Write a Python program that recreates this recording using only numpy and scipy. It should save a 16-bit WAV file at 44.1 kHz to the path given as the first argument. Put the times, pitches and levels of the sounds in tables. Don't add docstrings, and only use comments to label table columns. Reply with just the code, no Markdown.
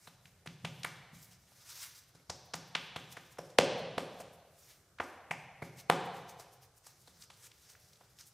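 import sys
import numpy as np
from scipy import signal
from scipy.fft import rfft, irfft
from scipy.io import wavfile
from scipy.ndimage import uniform_filter1d

SR = 44100
rng = np.random.default_rng(int(sys.argv[2]) if len(sys.argv) > 2 else 0)


def dump(signal):
    limited = np.clip(np.atleast_2d(signal).T, -1, 1)
    pcm = np.round(limited * 32767).astype(np.int16)
    wavfile.write(sys.argv[1], SR, pcm)


def level_to_linear(level):
    exponent = np.asarray(level, float) / 20
    return 10 ** exponent


N = 367353

# [dB, flour puff against palm]
SLAPS = [(0.072, -39, 805, 1.3, -14), (0.46, -40.5, 382, 2.1, -11), (0.647, -30.5, 620, 0.96, -15),
         (0.845, -19.5, 1200, 4.5, -16), (2.15, -52.5, 382, 0.79, -8.5), (2.297, -32, 670, 0.74, -29),
         (2.536, -26, 714, 2.1, -36), (2.75, -22, 930, 1.7, -32), (2.96, -29, 643, 1.17, -19),
         (3.168, -41, 398, 1.9, -14.5), (3.384, -30, 537, 0.4, -16.5), (3.498, -50, 505, 0.14, -13),
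         (3.585, -6.5, 524, 0.33, -14.5), (3.979, -19, 536, 0.85, -20.5), (4.201, -38, 636, 0.2, -9.5),
         (4.999, -22, 600, 1.5, -31.5), (5.309, -24.5, 776, 0.32, -18.5), (5.62, -29.5, 456, 0.94, -24.5),
         (5.8983, -7.5, 676, 0.69, -17.5), (6.396, -42, 710, 0.41, -9.5), (6.866, -47.5, 809, 0.79, 1),
         (7.075, -50.5, 496, 1.4, -6), (7.301, -47.5, 908, 0.48, -12), (8.008, -49, 772, 0.47, -23)]


def at_hz(points, hz):
    points = np.array(points)
    return np.interp(np.log(hz), np.log(points[:, 0]), points[:, 1])


def rms_one(x):
    return x / np.sqrt(np.mean(x ** 2) + 1e-20)


def drift(rate_hz):
    steps = rng.standard_normal(int(N / SR * rate_hz) + 3)
    return np.interp(np.arange(N) / SR * rate_hz, np.arange(len(steps)), steps)


def bands(count, low_hz):
    white = rng.standard_normal((2, count))
    edges = low_hz * 2 ** np.arange(0, 12, 0.5)
    edges = edges[edges < 0.45 * SR]
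    for k, (low, high) in enumerate(zip(edges, edges[1:])):
        band = signal.butter(2, [low, high], "band", fs=SR, output="sos")
        yield np.sqrt(low * high), signal.sosfilt(band, white[k % 2])


def resonance(x, hz, width_hz):
    r = np.exp(-np.pi * width_hz / SR)
    y = signal.lfilter([1, 0, -1], [1, -2 * r * np.cos(2 * np.pi * hz / SR), r * r], x)
    return y / np.abs(y).max()


def add(out, s, x):
    i = round(s * SR)
    out[i:i + len(x)] += x[:N - i]


def rumble():
    # band_hz [Hz], level_db [dB per Hz]
    house = [(15, -43), (25, 3), (120, 6.5), (157, -1), (242, -11.5), (560, -6.5), (1160, -19.5),
             (1370, -11.5), (3160, -31), (4870, -23.5), (12500, -24.5), (14400, -28.5), (16000, -55.5)]
    noise_sum = 0
    for hz, noise in bands(N, low_hz=24.9):
        noise_sum = noise_sum + noise * level_to_linear(at_hz(house, hz) + 2.5 * drift(5))
    return level_to_linear(-68) * rms_one(noise_sum)


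def swells(rows, fade_db):
    t = np.arange(0, N, 32)[:, None] / SR
    s, db, rise_s, fall_s = np.transpose(rows)
    away = np.maximum((s - t) / np.maximum(rise_s, 0.005), (t - s) / np.maximum(fall_s, 0.005))
    power = (level_to_linear(db - fade_db * away) ** 2).sum(axis=1)
    return np.interp(np.arange(N) / SR, t[:, 0], power)


def rub():
    # fastest_s [s], hiss_db [dB], speeding_up_s [s], slowing_down_s [s]
    strokes = [(.05, -51.5, 0.17, 0.16), (.28, -58.5, 0.1, 0.091), (.79, -58.5, 0.6, 0.39),
               (1.15, -50, 0.039, 0.24), (1.33, -50.5, 0.085, 0.067), (1.53, -69, 0.0092, 0.6),
               (1.7, -44, 0.055, 0.35), (1.83, -38.5, 0.43, 0.21), (1.99, -48, 0.23, 0.054),
               (3.125, -43, .05, 0.044), (3.2, -59, .4, 0.54), (3.325, -53.5, .08, .04),
               (4.22, -47, 0.12, 0.014), (4.71, -49, 0.32, 0.15), (5.8, -41.5, 0.075, 0.032),
               (5.97, -55, 0.031, 0.49), (6.17, -49, 0.071, 0.11), (6.295, -42, 0.026, 0.045),
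               (6.4, -44, .03, 0.058), (6.63, -48, 0.027, 0.057), (6.87, -48, .06, .11),
               (7.1, -57.5, 0.48, .11), (7.24, -47.5, 0.18, 0.027), (7.38, -61, .2, 0.18),
               (7.47, -44.5, 0.17, 0.022), (7.7, -48.5, .06, 0.14), (7.66, -55, 0.42, 0.097),
               (7.8, -58, .1, 1.3), (8.195, -46.5, 0.029, .12)]
    brushes = [(1.23, -50.5, .06, 0.17), (1.455, -62, 0.018, 0.0073), (2.09, -60, 0.027, 0.071),
               (2.556, -36.5, 0.011, 0.019), (2.46, -56, 0.036, .03), (2.68, -58, 0.026, .03),
               (3.79, -52.5, 0.052, 0.1), (4.335, -56.5, 0.03, 0.058), (4.6, -55.5, .08, 0.053),
               (6.06, -51, 0.059, 0.046), (6.535, -52.5, .04, 0.056), (6.78, -56.5, 0.051, 0.056),
               (7.02, -53, 0.058, .05), (8.27, -51, 0.039, .06)]
    # band_hz [Hz], level_db [dB per Hz]
    flour = [(290, -78), (500, -43.5), (773, -11), (1670, -3.5), (2160, -6), (4280, -4), (5800, 0.5),
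             (10400, -6.5), (13300, -3), (16000, -8)]
    fade_db, resting_db = 28, -70
    stroke_dullness, spray_dullness, brush_dullness = 0.27, 4, -4.5

    spray_rise_s, spray_fall_s = 0.004, fade_db / 109
    sprays = []
    for s, db, *_ in SLAPS:
        spray_db = -53 + 0.42 * (db + 31)
        sprays.append((s + spray_rise_s, spray_db, spray_rise_s, spray_fall_s))

    sliding = swells(strokes, fade_db) + level_to_linear(resting_db) ** 2
    spray = swells(sprays, fade_db)
    brush = swells(brushes, fade_db)
    power = sliding + spray + brush
    dullness = (stroke_dullness * sliding + spray_dullness * spray + brush_dullness * brush) / power

    grit = level_to_linear(1.6 * drift(70) + 1.3 * drift(400))
    hiss = 0
    for hz, noise in bands(N, low_hz=582.0):
        tilt_db = np.clip(dullness, -8, 6) * np.log2(8000 / hz)
        hiss = hiss + noise * level_to_linear(at_hz(flour, hz) + tilt_db + 2 * drift(25))
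    return np.sqrt(power) * grit * hiss


def escaping_air(closing_ms, noise):
    t = np.arange(len(noise)) / SR / (closing_ms / 1000)
    swell = t ** 2 * np.exp(-t)
    burst = noise * swell
    for _ in range(3):
        spectrum = rfft(burst)
        burst = irfft(spectrum / (np.abs(spectrum) + 1e-12)) * np.minimum(3 * swell, 1)
    return np.pad(burst, (0, 1500))


def slaps():
    # level_db [dB peak], pocket_hz [Hz], relative_width [1]
    fingers = [(-45, 3900, 0.23), (-44, 2050, 1.14), (-26, 2670, 0.77), (-27, 2340, 0.15), (-54, 4540, 0.6),
               (-24, 5120, 0.75), (-28.5, 5000, 0.92), (-16, 2760, 1.0), (-30.5, 3150, 0.6),
               (-32.5, 1700, 0.91), (-43.5, 5400, 0.12), (-63, 3940, 0.3), (-7.5, 2420, 1.4),
               (-28.5, 3400, 1), (-48.5, 2535, 0.36), (-20.5, 1390, 1.7), (-20.5, 2190, 0.42),
               (-37, 2200, 0.19), (-24, 3200, 1.1), (-45.5, 4600, 0.44), (-61, 3770, 1.6), (-49, 3920, 0.3),
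               (-43, 2700, 1.2), (-61.5, 5664, 0.3)]
    # start_s [s], level_db [dB peak], pocket_hz [Hz], relative_width [1]
    fingertips = [(.259, -46.5, 2020, 1.15), (0.476, -34.5, 1730, 1.85), (.836, -32.5, 2600, 2.7),
                  (1.521, -57.5, 515, 1.4), (2.551, -52, 3470, 2.9), (3.375, -51, 700, 2.1),
                  (4.989, -41.5, 1275, 1.4), (5.631, -46, 700, 0.74), (7.225, -42.5, 4610, 0.61),
                  (7.455, -51, 4590, .8), (7.519, -49, 2404, 1.5), (7.654, -59, 3535, 1.3),
                  (7.754, -52.5, 1577, .57), (7.935, -52.5, 4200, 1), (8.19, -47, 3060, 4.4),
                  (7.96, -58.5, 3830, 0.43), (8.212, -44, 5020, 0.8)]
    out = np.zeros(N)
    noise = rng.standard_normal((len(SLAPS), 1024))
    palm_top = signal.butter(1, 3500, fs=SR, output="sos")
    puff_band = signal.butter(2, [4200, 11000], "band", fs=SR, output="sos")

    for slap, landing, rough in zip(SLAPS, fingers, noise):
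        s, db, hz, width, puff_db = slap
        finger_db, finger_hz, finger_width = landing
        closing_ms = 0.7414 - 0.09 * db
        air = escaping_air(np.clip(closing_ms, 0.4, 3.5) * 0.83, rough)
        lead_s = 0.0006 * closing_ms

        palm = signal.sosfilt(palm_top, resonance(air, hz, np.clip(width, 0.1, 1.5) * hz))
        puff = signal.sosfilt(puff_band, air)
        puff = level_to_linear(puff_db + 3) * puff / np.abs(puff).max()
        width_hz = np.clip(finger_width, 0.15, 2) * finger_hz
        finger = -resonance(resonance(air, finger_hz, width_hz), finger_hz, width_hz)
        add(out, s - lead_s, level_to_linear(db - 0.87) * (palm + puff) + level_to_linear(finger_db - 4.0) * finger)

    for (s, db, hz, width), rough in zip(fingertips, noise[:, ::-1]):
        width_hz = np.clip(width, 0.2, 2) * hz
        air = escaping_air(1.5, rough)
        add(out, s - 0.005, level_to_linear(db) * resonance(resonance(air, hz, width_hz), hz, width_hz))
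    return out


def thuds():
    # start_s [s], level_db [dB peak], thud_hz [Hz]
    landings = [(0.075, -55.5, 144), (0.25, -56, 133), (0.472, -41, 146), (0.641, -35, 141),
                (0.841, -43, 142), (1.13, -48.5, 173), (2.147, -55.5, 130), (2.292, -44, 96),
                (2.544, -43, 159), (2.75, -45, 156), (2.96, -42, 120), (3.064, -57.5, 124),
                (3.167, -54.5, 133), (3.388, -45, 151.6), (3.588, -30, 152), (3.814, -43, 174),
                (3.974, -37, 180), (4.202, -50, 165), (4.997, -45, 96.5), (5.306, -40.5, 138),
                (5.622, -39, 129), (5.897, -33, 179), (6.261, -67, 162), (7.295, -64, 135)]
    out, t = np.zeros(N), np.arange(6000) / SR
    push = t * np.exp(-t / 0.0014)
    for s, db, hz in landings:
        add(out, s, level_to_linear(db + 0.5) * resonance(resonance(push, hz, 70), hz, 110))
    return out


def kitchen(x, tail_db):
    # band_hz [Hz], t60_s [s]
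    decay = [(80, 2.3), (210, 0.7), (560, 1.36), (1470, 1.17), (3880, 1.32), (10200, 0.062)]
    # band_hz [Hz], level_db [dB]
    colour = [(80, -9), (170, 4), (260, 3.5), (560, -3.5), (1500, -5), (4000, -4.5), (10000, -1.5)]
    # delay_s [s], level_db [dB]
    echoes = [
        (.0042, -15),
        (0.014, -16),
        (0.024, -17.5),
        (.034, -22),
        (0.06, -29.5),
    ]
    t = np.arange(2 * SR) / SR
    tail = 0
    for hz, noise in bands(len(t), low_hz=50):
        tail = tail + noise * level_to_linear(at_hz(colour, hz) - 60 * t / at_hz(decay, hz))
    answer = level_to_linear(tail_db) * tail * (1 - np.exp(-t / 0.0027))
    answer[0] = 1
    for s, db in echoes:
        answer[round(s * SR)] += level_to_linear(db)
    return signal.fftconvolve(x, answer)[:N]


def grainy_sides(mono):
    # band_hz [Hz], level_db [dB per Hz]
    grain_colour = [(24, -33), (40, -2.5), (140, -1.5), (354, -2), (810, -2.5), (2980, -2.5), (4460, 0.5),
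                    (14500, -3.5), (16000, -13.5)]
    hz, _, cells = signal.stft(mono, SR, nperseg=1024)
    level = np.abs(uniform_filter1d(np.abs(cells) ** 2, size=12, axis=0)) + 1e-30
    total = level.sum(axis=0)

    floor_db = -59.0 + 16 * np.log2((hz[:, None] + 1) / 10000)
    audible = level / (total * level_to_linear(2 * floor_db))
    mid = signal.istft(cells * audible ** 2 / (1 + audible ** 2), SR)[1][:N]

    noise = rng.standard_normal(cells.shape) + 1j * rng.standard_normal(cells.shape)
    grain = level_to_linear(at_hz(grain_colour, hz + 1) - 100.5)[:, None] * (total * 1e6) ** 0.12
    smooth = uniform_filter1d(uniform_filter1d(noise.real, size=16, axis=0), size=3, axis=1)
    patches = level_to_linear(7 * rms_one(smooth))
    masked = np.sqrt(level) * patches / (grain * level_to_linear(41.5))
    sudden = total > level_to_linear(2 * 9) * np.roll(total, 2)
    attack = level_to_linear(-34.5) * sudden * np.abs(cells) * noise
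    side = signal.istft(grain * noise / (1 + masked ** 4) + attack, SR)[1][:N]
    return np.array([mid + side, mid - side])


def scene():
    hits, hiss = slaps() + thuds(), rub()
    room = kitchen(hits + level_to_linear(-7.5) * hiss, tail_db=-37)
    mono = room + level_to_linear(-14.5) * hiss + rumble()
    return np.array([mono, mono])


def band_limit(x):
    return signal.sosfilt(signal.butter(12, 16460, fs=SR, output="sos"), x)


def record(dry):
    low_cut = signal.butter(2, 74, "high", fs=SR, output="sos")
    top_cut = signal.cheby2(10, 50, 15800 + 600, fs=SR, output="sos")
    mono = signal.sosfilt(np.vstack([low_cut, top_cut]), dry[0])
    return band_limit(grainy_sides(mono))


dry = scene()
out = record(dry)
dump(out)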